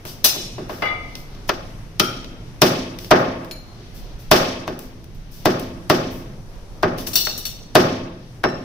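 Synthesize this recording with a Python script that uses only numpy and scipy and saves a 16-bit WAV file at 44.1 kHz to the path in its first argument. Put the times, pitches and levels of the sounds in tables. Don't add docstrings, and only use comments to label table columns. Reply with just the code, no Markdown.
import sys
import numpy as np
from scipy import signal
from scipy.fft import rfft, irfft, next_fast_len
from scipy.io import wavfile
from scipy.ndimage import uniform_filter1d

SR = 44100
rng = np.random.default_rng(int(sys.argv[2]) if len(sys.argv) > 2 else 0)


def wav_record(signal):
    frames = np.transpose(np.atleast_2d(signal))
    bounded = np.clip(frames, -1, 1)
    quanta = np.round(bounded * 32767).astype(np.int16)
    wavfile.write(sys.argv[1], SR, quanta)


def field_ratio(decibels):
    return 10 ** (np.asarray(decibels, dtype=float) / 20)


N = 381014

PLACES = {"chop": (2.3, -0.01, -2, 0.185, 0.0867, 0.0442, .018),
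          "clank": (0.5, -0.7, -2, 0.08, 0.17, 0.0449, 0.16),
          "tap": (1.2, -0.38, -0.57, .04, .03, .02, .015)}
# pitch_hz, level_db, t60_s
TRAY = [(2470, -9, 0.81), (3990, 2.5, 0.28), (5020, 0, 0.19), (5373, -1.5, 0.81), (5960, -3.5, 0.15),
        (6560, -3, 0.37), (7400, -7, 0.19), (8240, -13.5, 0.35), (8441, -20.5, .45), (10700, -10, 0.37),
        (11710, -3.5, 0.5), (13000, -19.5, 0.32), (14350, -12, 0.25), (15800, -7.5, 0.19)]
# pitch_hz, level_db, t60_s
HOOK = [(727, -11, 0.55), (1240, -3.5, 0.49), (2070, 3.5, 0.33), (2290, -2.5, 0.3), (2670, -16, 0.084),
        (2900, -12.5, .4), (3435, -11.5, 0.17), (3950, -18, 0.18), (4662, -22, 0.29), (5660, -32, 0.11)]
# pitch_hz, level_db, t60_s
BLADE = [(1150, -3, 0.15), (1256, 5, .25), (1363, 5.5, 0.28), (1460, 6, 0.17), (2370, -13, 0.48),
         (3200, -5, 0.59), (4100, -11.5, 0.5), (5530, -12.5, 0.44), (9500, -20, 0.24), (9600, -17, .2),
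         (11140, -5, 0.22)]
# pitch_hz, level_db, t60_s
ROD = [(2300, -10, .15), (4190, -5, 0.13), (6900, -8, 0.13), (9980, -2, .12), (13340, -6, .1)]
# pitch_hz, level_db, t60_s
PAN = [(3000, -16.5, 0.32), (3650, -9, 0.49), (3950, -8.5, 0.45), (4410, 8, 0.13), (5580, 7, 0.14),
       (5800, -12.5, 0.21), (6200, -14.5, 0.11), (12100, -11, 0.36), (12570, -10.5, 0.21),
       (13500, -12, 0.12), (14470, -8.5, 0.13), (14600, -13, 0.16), (15600, -6.5, 0.35), (15520, 4, 0.065)]
# pitch_hz, level_db, t60_s
EDGE = [(1776, -4, .4), (2716, -1, 0.17), (3973, -11, 0.47), (4802, -27, .18), (5470, -3, 0.27),
        (7090, -22, 0.47), (7709, -13, 0.57), (11000, -21, 0.26)]


def chops(near, far, block):
    # start_s, level_db, weight_db, hard_db
    blows = [
        (2.6175, -5, -6, 1.5),
        (3.111, 0.5, -11.5, -22.5),
        (4.3136, -1, -11.5, -1.5),
        (4.6771, -22.5, -2.5, -10.5),
        (5.4555, -8.5, -5, -8.5),
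        (5.8985, -7, -5.5, -6),
        (6.8308, -10, -6.5, -24.5),
        (7.7529, -2, -7, -8),
        (8.4383, -12, -6.5, -23.5),
    ]
    contacts(blows, PLACES["chop"], near, far, lift_db=7.5, crack_db=-1.83, impact_db=1.0,
             wood=field_ratio(-40.0) * block)


def cuts(near, far, block):
    # start_s, level_db, weight_db, hard_db
    strokes = [
        (1.4913, -17, -11.5, -13),
        (1.9968, -18.5, -2.5, 7),
    ]
    contacts(strokes, PLACES["chop"], near, far, lift_db=9.5, crack_db=2.0, wood=field_ratio(-41.0) * block)


def clanks(near, far):
    # start_s, level_db, weight_db, hard_db
    knocks = [
        (0.243, -21, -5.5, 14),
        (0.822, -18.5, -12, -28),
        (0.854, -25.5, -14, -25),
        (0.906, -31, -4, -31.5),
        (7.069, -39, 5, 17),
        (7.132, -38, 1, 15.5),
        (7.155, -32.5, -1, 18.5),
        (7.377, -55, 14, 29),
        (7.389, -50, 8, 4),
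        (7.453, -45.5, 2, 21.5),
    ]
    contacts(knocks, PLACES["clank"], near, far, lift_db=5.0, crack_db=0.5)


def taps(near, far, block):
    # start_s, level_db, weight_db, hard_db
    ticks = [(0.052, -28.5, -3.5, -3), (3.446, -36.5, -4, -4), (4.791, -45.5, 2, 16), (5.042, -54.5, 4, 8),
             (5.596, -49, -2, 18)]
    contacts(ticks, PLACES["tap"], near, far, lift_db=7.0, crack_db=-5.0, wood=field_ratio(-46) * block)


def slaps(near, far, block):
    # start_s, level_db, weight_db, hard_db
    hits = [(1.153, -47, 4, 7.5), (1.349, -64, 16, 11), (2.243, -42, -1, -7.5), (2.987, -56, -3, 21.5),
            (3.045, -52, 17, 13), (3.511, -46.5, -5, 7), (6.984, -46.5, -1, 9), (7.270, -21, -24, -29)]
    contacts(hits, PLACES["tap"], near, far, lift_db=8.0, crack_db=9.5, wood=field_ratio(-44) * block)


def scuffs(near, far, block):
    # start_s, level_db, weight_db, hard_db
    rubs = [(0.36, -30, 5, -12), (0.581, -25, 4, -19), (0.695, -18.5, -8.5, -22), (1.091, -48, 3, -10),
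            (3.785, -52.5, 18, -12.5), (5.148, -61, 9, 21.5)]
    contacts(rubs, PLACES["tap"], near, far, lift_db=-2.5, crack_db=-1.5, wood=field_ratio(-41) * block)


def contacts(events, place, near, far, lift_db, crack_db, impact_db=-10.0, wood=None):
    layer_edges_hz = [80, 450, 1600, 6000, 17000]
    lead_s, lead_db, impact_lag_s = 0.006, -21, 0.0018
    lead_per_hard = 0.6
    crack_share = 0.59
    pan_db, lag_ms, wet_db, *t60s = place
    layers = [signal.butter(3, edges, "band", fs=SR, output="sos")
              for edges in zip(layer_edges_hz, layer_edges_hz[1:])]
    lead = int(lead_s * SR)
    for s, db, weight_db, hard_db in events:
        layer_db = db + np.array([weight_db, 0, crack_db + crack_share * hard_db, hard_db])
        close, pulse = blow(layers, layer_db, t60s, splinter_db=2.0)
        close = close / np.abs(close).max()
        impact = pulse[:SR // 20] / np.abs(pulse).max()
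        add(close, field_ratio(impact_db) * impact, impact_lag_s)
        tear = np.diff(close[:, lead::-1]) * np.linspace(0, 1, lead)
        tear_db = lead_db - lead_per_hard * max(crack_db + hard_db + 7.5, 0)
        tear = field_ratio(tear_db) * tear / np.abs(tear).max()
        direct = np.hstack([tear, close / np.abs(close).max()])
        direct = direct * field_ratio(layer_db[1:].max() + lift_db)
        if wood is not None:
            boom = signal.fftconvolve(pulse, wood)[:SR // 2]
            add(near, boom, s)
            add(far, boom * field_ratio(-5.0), s)
        add(near[0], direct[0] * field_ratio(pan_db / 2), s - lead_s + lag_ms / 2000)
        add(near[1], direct[1] * field_ratio(-pan_db / 2), s - lead_s - lag_ms / 2000)
        add(far, pulse * field_ratio(wet_db), s)


def blow(layers, layer_db, t60s, splinter_db):
    likeness = [0.86, 0.44, 0.24, 0.36]
    noise = rng.standard_normal((3, SR // 8))
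    length = noise.shape[1]
    grit = noise[:2] * field_ratio(splinter_db * uniform_filter1d(noise[2], size=25) * 5.8)
    click = signal.unit_impulse(length)
    bite = 1 - fade(0.003, 1)[:length]
    close, pulse = 0, 0
    for sos, db, t60, like in zip(layers, layer_db, t60s, likeness):
        burst = pair(grit, like) * fade(t60, 1)[:length] * bite
        left, right, even = signal.sosfilt(sos, [*burst, click])
        close = -close + field_ratio(db) * np.array([left, right]) / np.abs(left).max()
        energy_gain = np.sqrt(t60 * SR / 50 / np.sum(even ** 2))
        pulse = -pulse + field_ratio(db) * even * energy_gain
    return close, pulse


def wooden_block():
    # pitch_hz, level_db, t60_s
    block_modes = [(99.8, -13.5, 0.37), (160, -10.5, 0.37), (250.4, -3.5, 0.19), (333.4, -4, 0.14),
                   (455, -5, 0.1), (535.7, -1.5, 0.082), (618, -1, 0.066), (737.7, -5.5, 0.13),
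                   (960, -7, 0.073), (1044, -3.5, 0.066)]
    return ring(block_modes, spread_db=0.5, waver_db=-0.5)[0]


def steel(near, far):
    # start_s, object, level_db
    strikes = [(0.243, TRAY, -25), (.822, HOOK, -27.5), (.858, HOOK, -31), (.878, HOOK, -31.5),
               (.907, HOOK, -39.5), (1.999, BLADE, -28.5), (3.512, ROD, -34), (7.066, PAN, -49),
               (7.134, PAN, -45.5), (7.156, PAN, -25.5), (7.21, PAN, -38), (7.25, PAN, -37),
               (7.29, PAN, -43), (7.378, PAN, -55), (7.453, PAN, -41), (8.442, EDGE, -36.5)]
    crowd = rattle(2600, 0.26, count=48)
    for s, modes, db in strikes:
        if modes is TRAY or modes is PAN:
            modes = modes + crowd
        left, right, walls = field_ratio(db) * ring(modes, channels=3)
        add(near, np.array([field_ratio(-1.0) * left, field_ratio(-7.5) * right]), s)
        add(far, field_ratio(-4.5) * walls, s)


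def ring(modes, spread_db=2.0, waver_db=5.0, longest_s=0.46, channels=1):
    waver_steps = 70
    hz, db, t60 = np.float32(modes).T[:, :, None]
    t = np.arange(SR // 2, dtype=np.float32) / SR
    chance = rng.standard_normal((len(modes), 7 + waver_steps), dtype=np.float32)
    start, strength, sign, waver = np.split(chance, [1, 4, 7], axis=1)
    step = len(t) // waver_steps
    waver = uniform_filter1d(np.repeat(waver, step, axis=1), size=step, axis=1)
    decay_db = -60 * t / np.clip(t60, 0.02, longest_s)
    phase = 2 * np.pi * hz * t + np.pi * start + 0.81 * waver[:, ::-1]
    partials = field_ratio(db + waver_db * waver + decay_db) * np.sin(phase)
    return (field_ratio(spread_db * strength) * np.sign(sign)).T[:channels] @ partials


def rattle(lo_hz, t60, count):
    chance = rng.random((count, 2))
    return [(lo_hz * (15500 / lo_hz) ** a, -8.0 * b - 4.0, t60 * (1 - a / 3) * (0.5 + b))
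            for a, b in chance]


def rustle(near, far):
    # start_s, length_s, level_db, lowest_hz
    drags = [(0.057, 0.1, -42.5, 2500), (0.687, 0.19, -51, 2900), (1.153, 0.1, -52, 3000),
             (1.477, 0.026, -45, 3000), (2.994, 0.14, -48.5, 3000), (3.182, 0.052, -51, 5940),
             (3.941, 0.11, -52.5, 3000), (4.188, 0.079, -55, 3970), (4.797, 0.093, -52.5, 5000),
             (5.311, 0.17, -51.5, 5020), (5.591, 0.069, -50, 5900), (6.102, 0.14, -50.5, 6000),
             (6.977, 0.072, -41, 2960)]
    for s, length_s, db, lo_hz in drags:
        noise = rng.standard_normal((3, SR // 3))[:, :int(length_s * SR)]
        swell = np.sin(np.pi * np.linspace(0, 1, noise.shape[1]) ** 0.4)
        slips = band(noise[:2] * field_ratio(2.5 * np.abs(noise[2])), lo_hz, 17000) * swell * field_ratio(db)
        add(near, slips, s)
        add(far, slips[0], s)


def room():
    # centre_hz, t60_s, level_db, rise_ms, left-right likeness (0-1)
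    octaves = [(89, 2.05, -2, 30, 1), (181.6, 0.92, 5, 32, 1), (343, 0.78, 5.5, 12.5, 0.98),
               (688, 0.74, 7, 2.2, 0.2), (1454, 0.72, 0.5, 4.6, 0), (2700, 0.71, 2.5, 5, 0.07),
               (6000, 0.67, 0.5, 4.8, 0), (11500, 0.33, -4, 7.6, 0)]
    early_t60_s, early_db = 0.062, 4
    t, out = np.arange(SR) / SR, 0
    for hz, t60, db, rise_ms, like in octaves:
        noise = lumpy(rng.standard_normal((2, len(t))), peak_db=2.5, lump_db=2.0)
        echoes = band(pair(noise, like), hz / np.sqrt(2), hz * np.sqrt(2))
        decay = fade(t60, 1) + field_ratio(early_db) * fade(early_t60_s, 1)
        echoes = echoes * decay * (1 - np.exp(-(t * 1000 / rise_ms) ** 2))
        out = out + field_ratio(db) * echoes * np.sqrt(2 * np.sqrt(2) * hz / SR / np.sum(echoes ** 2))
    return out


def lumpy(noise, peak_db, lump_db):
    chance = rng.standard_normal((2, 400))
    grid = np.linspace(0, 1, chance.shape[1])
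    spectrum = rfft(noise)
    peaks = np.interp(np.linspace(0, 1, spectrum.shape[1]), grid, chance[0])
    lumps = np.interp(np.linspace(0, 1 / 5, noise.shape[1]), grid, chance[1])
    return irfft(spectrum * field_ratio(peak_db * peaks), noise.shape[1]) * field_ratio(lump_db * lumps)


def street():
    # pitch_hz, level_db (per Hz)
    hum = [(36, 3), (55, -33), (102, -12.5), (217, -22.5), (1020, -37.5), (4250, -51), (9080, -52),
           (15500, -67)]
    # start_s, draught_db, swell_db
    air = [(0.0, -46, 2), (1.59, -39.5, 3), (3.8, -44.5, 0), (4.16, -35, 2), (4.6, -44, -1),
           (5.25, -40.5, 0.5), (7.0, -39.5, 2), (8.08, -46, -1), (8.64, -45, 1)]
    street_db = -39.5
    s, draught_db, swell_db = np.transpose(air)
    t, out, size = np.arange(N) / SR, 0, next_fast_len(N)
    log_hz = np.log2(np.arange(size // 2 + 1) * SR / size + 1)
    hz_axis, db_axis = np.transpose(hum)
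    like = np.interp(log_hz, np.log2([130, 290, 640, 1400]), [1.0, 0.96, 0.64, 0.008])
    noise = rng.standard_normal((2, N))
    coloured = pair(rfft(noise, size), like) * field_ratio(np.interp(log_hz, np.log2(hz_axis), db_axis))
    for octave in np.arange(6, 15):
        share = np.clip(1 - np.abs(log_hz - octave), 0, 1)
        out = out + walk_gain(8.7, 2.04) * irfft(coloured * share, size)[:, :N]
    out = out * np.interp(t, s, field_ratio(street_db - 3.5 + swell_db)) / out.std()
    out = out * field_ratio(np.array([[0.5], [-0.5]]))
    draught = pair(band(noise[::-1], 12, 38), 0.7)
    return out + draught / draught.std() * np.interp(t, s, field_ratio(draught_db + 0.5))


def walk_gain(rate, spread_db):
    levels = rng.standard_normal(N // 2000)[:int(N / SR * rate) + 2]
    return np.interp(np.linspace(0, len(levels) - 0.5, N), np.arange(len(levels)), field_ratio(spread_db * levels))


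def pair(noise, like):
    like = np.clip(like, 0, 1)
    opposed = noise[1] * np.array([[1], [-1]])
    return np.sqrt((1 + like) / 2) * noise[0] + np.sqrt((1 - like) / 2) * opposed


def band(x, lo_hz, hi_hz, order=2):
    edges = [lo_hz, min(hi_hz, 0.45 * SR)]
    return signal.sosfilt(signal.butter(order, edges, "band", fs=SR, output="sos"), x)


def fade(t60, length_s):
    return np.exp(-np.log(1000) * np.arange(int(length_s * SR)) / SR / t60)


def add(track, sound, s):
    i = max(int(s * SR), 0)
    track[..., i:i + sound.shape[-1]] += sound[..., :N - i]


def scene():
    near, far = np.zeros((2, N)), np.zeros(N)
    block = wooden_block()
    chops(near, far, block)
    cuts(near, far, block)
    clanks(near, far)
    taps(near, far, block)
    slaps(near, far, block)
    scuffs(near, far, block)
    steel(near, far)
    rustle(near, far)
    return near + signal.fftconvolve(far[None], room(), axes=1)[:, :N] + street()


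def top_cut(x):
    return signal.sosfilt(signal.butter(12, 16510, fs=SR, output="sos"), x)


def record(dry):
    # pitch_hz, level_db
    mic = [(1000, 1), (6100, 8.5), (6500, 0.5), (8000, -3.5), (11000, 2.5), (15500, 6.5), (15900, -18.5),
           (16400, -27.5)]
    # pitch_hz, left minus right (dB)
    ports = [(300, -0.5), (700, 1), (8000, 2), (13000, 7)]
    lopsided = 0.054
    size = next_fast_len(N)
    log_hz = np.log(np.arange(size // 2 + 1) * SR / size + 1)
    colour_db, lean_db = (np.interp(log_hz, np.log(hz), db)
                          for hz, db in (np.transpose(mic), np.transpose(ports)))
    gain = field_ratio(colour_db + np.array([[0.5], [-0.5]]) * lean_db)
    x = irfft(rfft(dry, size) * gain, size)[:, :N]
    x = x / (1 + np.abs(x / 1.15) ** 4) ** 0.45
    return top_cut(x - lopsided * x ** 2)


dry = scene()
out = record(dry)
wav_record(out)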